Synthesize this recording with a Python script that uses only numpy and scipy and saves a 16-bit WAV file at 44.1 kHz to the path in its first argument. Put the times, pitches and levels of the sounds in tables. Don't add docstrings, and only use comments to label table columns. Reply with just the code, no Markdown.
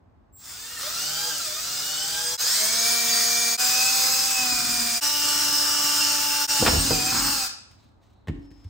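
import sys
import numpy as np
from scipy import signal
from scipy.fft import rfft, next_fast_len
from scipy.io import wavfile
from scipy.ndimage import map_coordinates

SR = 44100
rng = np.random.default_rng(int(sys.argv[2]) if len(sys.argv) > 2 else 0)


def wrap_up_sound(samples):
    columns = np.atleast_2d(samples).T
    tamed = np.clip(columns, -1, 1)
    steps = np.round(tamed * 32767).astype(np.int16)
    wavfile.write(sys.argv[1], SR, steps)


N = 383229
TIME = np.arange(N) / SR
EDGE_HZ = 15800

# rasp_db, drift_db_per_s (of rasp and whine), mesh_db, shake_db (passed to the crate)
RUNS = [(-29.5, 0, -4, -4), (-23, -0.3, 1, 3), (-23.5, -2.5, 3, 6), (-23, 0.1, 0, -2), (-25, -3, -1, -1.5)]
# centre_s, half_length_s
DIPS = [(2.374, 0.034), (3.573, 0.031), (5.006, 0.03), (6.472, 0.033)]


def amp(db):
    return 10 ** (np.asarray(db) / 20)


def unit(x):
    return x / np.sqrt(np.mean(abs(x) ** 2) + 1e-20)


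def read(points, hz):
    f, value = np.transpose(points)
    return np.interp(np.log(hz + 1), np.log(f + 1), value)


def humps(peaks, hz):
    return sum(rise / (1 + (2 * (hz - f) / width) ** 2) for f, width, rise in peaks)


def colour(x, spectrum, peaks=()):
    size = next_fast_len(len(x))
    hz = np.fft.rfftfreq(size, 1 / SR)
    gain = amp(read(spectrum, hz) + humps(peaks, hz))
    return unit(np.fft.irfft(rfft(x, size) * gain, size)[:len(x)])


def wander(t, rate):
    knots = rng.standard_normal(16384)
    return unit(np.interp(t * rate, np.arange(len(knots)), knots))


def swell(t, start, length, attack_s=.05, release_db_per_s=130):
    rise = np.clip((t - start) / attack_s, 0, 1)
    return rise * amp(-release_db_per_s * np.maximum(t - start - length, 0))


def patchy(x, depth_db, width_hz=170, length_s=0.1393):
    hz, t, z = signal.stft(x, SR, nperseg=1024)
    cells = np.meshgrid(hz / width_hz, t / length_s, indexing="ij")
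    field = map_coordinates(rng.standard_normal((512, 128)), cells, order=1, mode="mirror")
    return unit(signal.istft(z * amp(depth_db * unit(field)), SR, nperseg=1024)[1][:len(x)])


def add(mix, s, sound):
    part = mix[..., round(s * SR):][..., :sound.shape[-1]]
    part += sound[..., :part.shape[-1]]


def quiet_air(air_db=-55):
    # pitch_hz, level_db_per_hz (relative)
    air_spectrum = [(15, -48.5), (25, -17.5), (48, -7.5), (103, -8), (146, -19), (231, -17.5), (293, -20.5),
                    (450, -28.5), (879, -26.5), (1090, -30.5), (2930, -51), (4150, -53.5), (6000, -59),
                    (15000, -66.5)]
    common, left, right = (colour(rng.standard_normal(N), air_spectrum) for _ in range(3))
    return amp(air_db) * (0.5 * common + 0.77 * np.array([left, right]))


def controller(flutter_db=0.7, start_s=0.323, length_s=2.3, switching_hz=7623):
    # level_at_start_db, level_at_end_db
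    whistle = [(-52, -38.5), (-54, -57)]
    progress = np.clip((TIME - start_s) / length_s, 0, 1)
    envelope = swell(TIME, start_s, length_s, attack_s=0.039, release_db_per_s=198)
    envelope *= amp(flutter_db * wander(TIME, rate=14))
    tones = np.zeros(N)
    for harmonic, (first_db, last_db) in enumerate(whistle, start=1):
        level = amp(first_db + (last_db - first_db) * progress)
        tones += np.sqrt(2) * level * np.sin(2 * np.pi * harmonic * switching_hz * TIME)
    return envelope * tones


def drill_run(index):
    # time_s, speed_turns_per_s
    speeds = [
        [(0.34, 30.0), (0.48, 57.0), (0.6, 86.0), (0.75, 96.5), (0.8, 87.0), (0.85, 110.0), (0.92, 129.75),
         (1.07, 150.0), (1.29, 163.75), (1.5, 114.5), (1.72, 141.75), (1.96, 148.5), (2.21, 161.25),
         (2.37, 166.0)],
        [(2.38, 142.5), (2.58, 209.0), (2.74, 227.0), (2.9, 233.45), (3.57, 235.5)],
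        [(3.58, 249.25), (3.74, 252.0), (3.94, 259.0), (4.29, 261.25), (4.6, 242.5), (5.0, 234.75)],
        [(5.01, 293.8), (5.84, 293.75), (6.47, 290.5)],
        [(6.48, 291.0), (6.63, 287.0), (6.69, 283.0), (6.82, 282.5), (6.96, 250.75), (7.03, 247.25),
         (7.14, 261.5), (7.32, 286.75), (7.49, 243.25)],
    ]
    # order (multiple of motor speed), then level_db against the rasp in each stretch
    shaft_orders = [(0.331, -42, -46, -37, -30.5, -34.5), (1.0, -23.5, -21.5, -25.5, -23, -21.5),
                    (2.0, -25, -22, -24.5, -22, -21.5), (4.0, -21.5, -34, -24, -16, -20.5),
                    (4.22, -36, -26, -27, -25.5, -41), (5.0, -46, -25, -21, -17.5, -19.5),
                    (6.0, -25.5, -28.5, -20, -25, -20), (8.0, -37, -23, -28, -31.5, -39)]
    gear_orders = [9.47, 10.46, 15, 18.95, 19.57, 20, 21, 22, 25, 27.81, 28.42, 30, 35, 40, 41, 45, 50]
    gear_levels = [(-58, -66, -57.5, -57, -69, -42, -62, -54.5, -50, -65, -62, -40.5, -42.5, -43.5, -50, -47, -43),
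                   (-54.5, -46, -41.5, -40.5, -41, -34, -46, -47, -51.5, -36, -33.5, -40.5, -36, -34.5, -54.5, -55.5, -50.5),
                   (-47, -56, -46.5, -43, -40, -34.5, -36.5, -54.5, -37.5, -49, -51, -35.5, -54, -38.5, -58, -59.5, -45),
                   (-39.5, -50, -53, -35, -42.5, -38, -57.5, -51, -46, -46, -44.5, -44.5, -56, -55, -59.5, -61, -58),
                   (-42, -48, -47, -33.5, -39.5, -40, -54, -58, -36.5, -51, -44, -35, -55, -53, -57.5, -58, -49.5)]
    # pitch_hz, width_hz, rise_db
    shell = [(1860, 200, 9), (2940, 180, 6), (3300, 100, 3.5), (3620, 120, 5.5), (4030, 150, 7),
             (4450, 120, 4.5), (5020, 170, 5.5), (5360, 110, 5), (6520, 220, 4), (7640, 280, 5.5)]
    # pitch_hz, width_hz, rise_db
    housing = [
        [(1330, 240, 4.5), (4890, 870, 4.5), (3540, 280, 5), (3780, 300, 1), (7600, 4500, 1.5), (704, 400, 1.5)],
        [(5100, 940, 6), (6670, 530, 3.5), (3900, 1000, 2), (1450, 150, 2), (5860, 268, -2), (7100, 320, -2.5),
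         (2900, 500, -1)],
        [(4910, 410, 7), (6900, 900, 1), (2460, 245, 4.5), (3120, 250, -2), (1550, 160, 1.5), (2170, 200, -2.5),
         (3400, 200, 1.5)],
        [(5260, 780, 8.5), (2830, 400, 6.5), (1420, 420, 3), (5850, 280, -4.5), (2086, 260, -1.5),
         (4100, 110, -1)],
        [(4990, 930, 4.5), (2780, 510, 3.5), (1104, 1000, 1.5), (3120, 200, 0), (2200, 400, -1),
         (4300, 500, 2.5)],
    ][index]
    # pitch_hz, width_hz, rise_db
    mount = [(353, 37, 7.5), (492.3, 23, 17), (646, 27, 17.5), (697, 23, 9.5), (763, 144, 22.5),
             (867, 56, 18)]
    # pitch_hz, width_hz, rise_db
    gear_case = [(1235, 50, 16), (1363, 78, 15.5), (1588, 170, 12), (1940, 260, 12), (2090, 120, 6),
                 (2323, 136, 14.5), (2468, 42, 12), (2551, 90, 14), (2650, 40, 5.5), (2842, 50, 12),
                 (2940, 66.6, 14)]
    # pitch_hz, width_hz, rise_db
    bearing_seat = [(553, 63, 20.5), (616, 27, 13), (840, 137, 13)]
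    bearing_levels = [-29.5, -37.5, -42, -32, -43]
    # pitch_hz, level_db_per_hz (relative)
    rasp_spectrum = [(60, -26.5), (150, -11.5), (370, -19.5), (520, -14.5), (950, -11.5), (1400, -4),
                     (2150, -9.5), (3000, -8), (4600, -2), (6200, 0), (8000, -1.5), (10000, -2.5),
                     (12000, -4.5), (15800, -5)]

    hum_order, mesh_order, bearing_order = 3, 10, 5.22
    hum_db, base_mesh_db = -62, -53.5
    rasp_gain_db, shaft_gain_db, gear_gain_db, buzz_gain_db = 1.5, -3.5, -2.0, -27
    play_rad, speed_jitter = 0.29, 0.00078
    gear_flutter_db, mesh_flutter_db, unsteady_db = 4.0, 3.0, 0.57
    grit_db, throb_db, tooth_depth, turn_depth = 0.68, 0.46, 0.2, 0.091
    start_s, brake_s, unload_s = 0.12, 0.047, 0.079

    edges = [speeds[0][0][0]] + [dip[0] for dip in DIPS] + [speeds[-1][-1][0]]
    t = np.arange(edges[index], edges[index + 1], 1 / SR)
    speed = np.interp(t, *np.transpose(speeds[index]))
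    angle = 2 * np.pi * np.cumsum(speed * (1 + speed_jitter * wander(t, rate=70))) / SR
    octaves = np.log2(speed / np.median(speed))

    usual_rasp, drift, mesh_db, shake_db = RUNS[index]
    effort_db = 4 * octaves + drift * (t - t.mean()) + unsteady_db * wander(t, rate=9.7)
    effort_db -= 5 * (1 - swell(t, 0.76, TIME[-1], attack_s=0.051))
    rasp_db = usual_rasp + effort_db
    whine_db = gear_gain_db + effort_db + 8.5 * octaves
    imbalance_db = 31 * np.minimum(octaves, 0)
    slow_db = 13 * np.log2(np.minimum(speed / 141, 1))
    offsets = {}

    def tone(order, db, waver_db, play=0):
        offset = 2 * np.pi * offsets.setdefault(order, rng.random())
        blur = play * wander(t, rate=110) if play else 0
        level = amp(db + waver_db * wander(t, rate=45))
        return np.sqrt(2) * level * np.sin(order * angle + offset + blur)

    def ringing_db(order):
        return 20 * np.log10(unit(amp(humps(shell + housing, order * speed))))

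    hum = tone(hum_order, hum_db + humps(mount, hum_order * speed) + slow_db, waver_db=0.8)
    bearing_db = rasp_db + bearing_levels[index] + humps(bearing_seat, bearing_order * speed)
    hum += tone(bearing_order, bearing_db, waver_db=2.5)
    for order, *levels in shaft_orders:
        hum += tone(order, rasp_db + imbalance_db + levels[index] + shaft_gain_db, waver_db=1.8)
    biting_db = 20 * np.log10(chatter(t)[0] + 1e-9)
    hum += tone(1, np.minimum(biting_db, rasp_db - 24) + shake_db, waver_db=3.0)

    mesh_level_db = base_mesh_db + mesh_db + humps(gear_case, mesh_order * speed) + slow_db
    gears = tone(mesh_order, mesh_level_db, mesh_flutter_db)
    for order, db in zip(gear_orders, gear_levels[index]):
        gears += tone(order, whine_db + ringing_db(order) + db, gear_flutter_db, play_rad)
    for order in range(7, 46):
        if order % 5 and order not in gear_orders:
            buzz_db = rasp_db + buzz_gain_db + read(rasp_spectrum, order * speed)
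            gears += tone(order, buzz_db, gear_flutter_db, play_rad)

    teeth = (1 + tooth_depth * np.cos(mesh_order * angle)) * (1 + turn_depth * np.cos(angle))
    force = teeth * amp(grit_db * wander(t, rate=1100) + throb_db * wander(t, rate=71))
    grind = colour(force * rng.standard_normal(len(t)), rasp_spectrum, housing)
    rasp = amp(rasp_db + rasp_gain_db) * patchy(grind, depth_db=1.97)

    to_end = edges[-1] - t
    running = np.minimum((t - edges[0]) / start_s, 1) ** 2 * np.minimum(to_end / brake_s, 1) ** .5
    driven = running * np.minimum(to_end / unload_s, 1)
    layers = np.array([hum * driven, gears * driven, rasp])
    return t[0], layers * running * signal.windows.tukey(len(t), .008)


def chatter(t):
    # start_s, length_s, rumble_db, scrape_db
    spells = [(0.793, 0.04, -65, -53), (4.376, 0.16, -50, -65), (4.51, 0.31, -46, -49),
              (5.144, 1, -52.5, -63), (6.592, 0.16, -29, -44.5), (6.827, 0.34, -36.5, -47),
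              (7.11, 0.16, -36.5, -36.5)]
    levels = np.zeros((2, len(t)))
    for start, length, *level_db in spells:
        levels += amp(level_db)[:, None] * swell(t, start, length, attack_s=0.018, release_db_per_s=106)
    return levels


def cutting(slips_per_s=2500):
    # pitch_hz, level_db_per_hz (relative)
    rumble_spectrum = [(30, 14.5), (70, 1), (130, 8), (185, -0.5), (245, 9), (320, 7.5), (480, -25),
                       (1000, -25)]
    # pitch_hz, level_db_per_hz (relative)
    scrape_spectrum = [(250, -28.5), (520, -16.5), (800, 5), (1300, 9.5), (2000, -1), (4000, -13.5),
                       (9000, -51)]
    rumble, scrape = chatter(TIME)
    slips = rng.standard_normal(N) * (rng.random(N) < slips_per_s / SR)
    return rumble * colour(slips, rumble_spectrum) + scrape * colour(slips, scrape_spectrum)


def knocks(rows, modes, crack, crack_decay_s):
    t, out = np.arange(SR) / SR, np.zeros(N)
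    ring = sum(amp(db - 60 * t / t60) * np.sin(2 * np.pi * hz * t) for hz, db, t60 in modes)
    for s, thump_db, contact_s, crack_db, dull_hz in rows:
        push = np.sin(np.pi * np.minimum(t / contact_s, 1))
        thump = signal.fftconvolve(ring, push / push.sum())[:SR] / 2
        add(out, s, amp(thump_db) * thump)
        low_pass = signal.butter(2, min(dull_hz, EDGE_HZ), fs=SR)
        grains = signal.lfilter(*low_pass, rng.standard_normal(SR))
        add(out, s, amp(crack_db) * colour(grains, crack) * np.exp(-t / crack_decay_s))
    return out


def catches():
    # time_s, thump_db (relative), contact_s, crack_db, dull_above_hz
    jerks = [(6.624, -15.5, 0.0011, -21, 900), (6.632, -26, 0.0025, -24.5, 900),
             (6.651, -30.5, 0.0027, -25, 4500), (6.663, -31, 0.0028, -14, 5000),
             (6.669, -30, 0.0039, -18.5, 5010), (6.677, -24.5, 0.0014, -17, 4000),
             (6.685, -15, 0.002, -25, 1500), (6.701, -24.5, 0.0022, -34, 2000),
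             (6.722, -23.5, 0.0039, -30, 1800), (6.733, -8, 0.0036, -24, 503),
             (6.749, -12.5, 0.0046, -30.5, 800), (6.761, -15, 0.0046, -29, 500),
             (6.773, -9.5, 0.0053, -29, 400), (6.907, -19.5, 0.0014, -22.5, 1000),
             (6.915, -13, 0.0032, -27.5, 600), (6.922, -16, 0.0019, -28.5, 1200)]
    # pitch_hz, level_db, t60_s
    crate_modes = [(48.4, -11, 0.2), (91, -2, 0.1), (127, -21, 0.05), (156.3, -6.5, 0.16),
                   (257, -2.5, 0.094), (337, -1, 0.07), (486, 8, 0.049), (670, -13, 0.046)]
    # pitch_hz, level_db_per_hz (relative)
    crack_spectrum = [(150, 4), (450, 11.5), (1400, 6.5), (2200, 2), (3900, 2.5), (7000, -5), (15000, -24)]
    return knocks(jerks, crate_modes, crack_spectrum, crack_decay_s=0.0087)


def sleeve(rub_db=-2, swish_db=-1):
    # start_s, length_s, level_db (relative)
    rustles = [(7.68, 0.18, -68), (8.0, 0.11, -70), (8.33, 0.11, -70), (8.52, 0.17, -69)]
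    # pitch_hz, level_db_per_hz (relative)
    cloth_spectrum = [(100, 7), (260, 6), (600, -21.5), (1200, 7), (2000, 5), (3800, 5), (7000, -0.5),
                      (15000, -9)]
    # start_s, length_s, level_db (relative)
    swings = [(7.764, 0.094, -72), (8.0, 0.32, -78)]
    # pitch_hz, level_db_per_hz (relative)
    swish_spectrum = [(2500, -35), (3500, -10), (3950, 0), (4350, -8), (4800, -32)]

    def envelope(rows):
        return sum(amp(db) * swell(TIME, start, length, attack_s=0.033, release_db_per_s=140)
                   for start, length, db in rows)

    rubs = envelope(rustles) * amp(rub_db + 1.9 * wander(TIME, rate=98))
    rubbing = rubs * colour(rng.standard_normal(N), cloth_spectrum)
    swishing = envelope(swings) * amp(swish_db) * colour(rng.standard_normal(N), swish_spectrum)
    return rubbing + swishing


def small_noises(tick_decay_s=0.0085):
    # time_s, level_db
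    ticks = [(7.712, -55), (8.506, -62.5), (8.514, -60), (8.644, -58)]
    # pitch_hz, level_db_per_hz (relative)
    tick_spectrum = [(300, -15), (1000, 4), (3000, 2), (6000, 0), (9000, -4), (15000, -9)]
    # start_s, length_s, pitch_hz, level_db
    metal_ring = (8.41, 1, 5208, -69)
    t = np.arange(SR // 4) / SR
    start, length, hz, db = metal_ring
    envelope = amp(db) * swell(TIME, start, length, attack_s=0.03, release_db_per_s=110)
    out = np.sqrt(2) * envelope * np.sin(2 * np.pi * hz * TIME)
    for s, tick_db in ticks:
        tick = colour(rng.standard_normal(len(t)), tick_spectrum) * np.exp(-t / tick_decay_s)
        add(out, s, amp(tick_db) * tick)
    return out


def landings():
    # time_s, thump_db (relative), contact_s, clack_db, dull_above_hz
    contacts = [(8.273, -40.5, 0.0018, -38.5, 12000), (8.283, -23.5, 0.0027, -30.5, 12100),
                (8.295, -22.5, 0.0022, -54, 4000), (8.309, -25, 0.0035, -53, 4000),
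                (8.352, -38.5, 0.0014, -50, 5000), (8.385, -32, 0.0038, -60, 3000),
                (8.513, -45.5, 0.0015, -55, 3000), (8.648, -24.5, 0.0088, -55, 1500),
                (8.659, -25, 0.0097, -72, 1500)]
    # pitch_hz, level_db, t60_s
    bench_modes = [(48.3, -2, 0.53), (71.4, -8, 0.04), (101, 3.5, 0.13), (156.6, 6, 0.061),
                   (188.5, -3, 0.094), (242, 0.5, 0.18), (282, -8.5, 1), (309.4, -1, 0.5), (352, -12, 0.41),
                   (393, -31, 0.25)]
    # pitch_hz, level_db_per_hz (relative)
    clack_spectrum = [(200, 11), (500, 8.5), (900, 0), (1450, -6), (1830, 1), (2300, -5), (2900, -5),
                      (3700, -9.5), (5500, -21), (15000, -23)]
    return knocks(contacts, bench_modes, clack_spectrum, crack_decay_s=0.0096)


def garage(x):
    # pitch_hz, t60_s
    decay_times = [(100, 0.18), (500, 0.69), (2000, 0.62), (5000, 0.54), (9000, 0.46), (15000, 0.18)]
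    present = rng.random((2, SR)) < 3000 / SR
    after_gap = np.arange(SR) > .003 * SR
    taps = rng.choice([-1., 1.], (2, SR)) * present * after_gap
    hz, t, z = signal.stft(taps, SR, nperseg=256)
    decay = amp(-60 * t / read(decay_times, hz)[:, None])
    tail = signal.istft(z * decay, SR, nperseg=256)[1]
    tail = tail / np.linalg.norm(tail, axis=1, keepdims=True)
    return signal.fftconvolve(x[None], tail, axes=1)[:, :N]


def scene():
    drill = np.zeros((3, N))
    for index in range(len(RUNS)):
        add(drill, *drill_run(index))
    hum, gears, rasp = drill
    crate = cutting() + catches()
    handling = landings() + sleeve() + small_noises()
    to_room = amp(-7) * rasp + amp(-12) * hum + amp(-9) * gears + amp(-7) * crate + amp(-9) * handling
    direct = amp(-2) * rasp + amp(-1.2) * (hum + gears) + controller() + crate + handling
    dips = np.prod([np.minimum(abs(TIME - s) / half, 1) for s, half in DIPS], axis=0)
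    return (direct + garage(to_room) + quiet_air()) * dips


def record(dry, low_cut_hz=42):
    # pitch_hz, level_db
    width = [(50, -11), (130, -3.5), (300, 3), (1500, 1.5), (5800, 3.5), (6600, -2.5), (7800, -24.5),
             (9400, -10), (10400, -60), (11900, -53), (12800, -9.5), (15000, -17)]
    # pitch_hz, lead_rad
    lead = [(7300, 0), (8300, .65), (9300, 1.6), (10300, 3.1), (12000, 3.2), (13000, 4.9), (13700, 6.28)]
    hz = np.fft.rfftfreq(N, 1 / SR)
    high_pass = signal.butter(8, low_cut_hz, "high", fs=SR, output="sos")
    left, right = rfft(signal.sosfilt(high_pass, dry), axis=1)
    mid = (left + right) / 2
    side = (left - right) / 2 * amp(read(width, hz))
    pair = np.fft.irfft([(mid + side) * np.exp(1j * read(lead, hz)), mid - side], N)
    low_pass = signal.firwin(511, EDGE_HZ, window=("kaiser", 9), fs=SR)
    return signal.oaconvolve(pair, low_pass[None], "same")


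dry = scene()
out = record(dry)
wrap_up_sound(out)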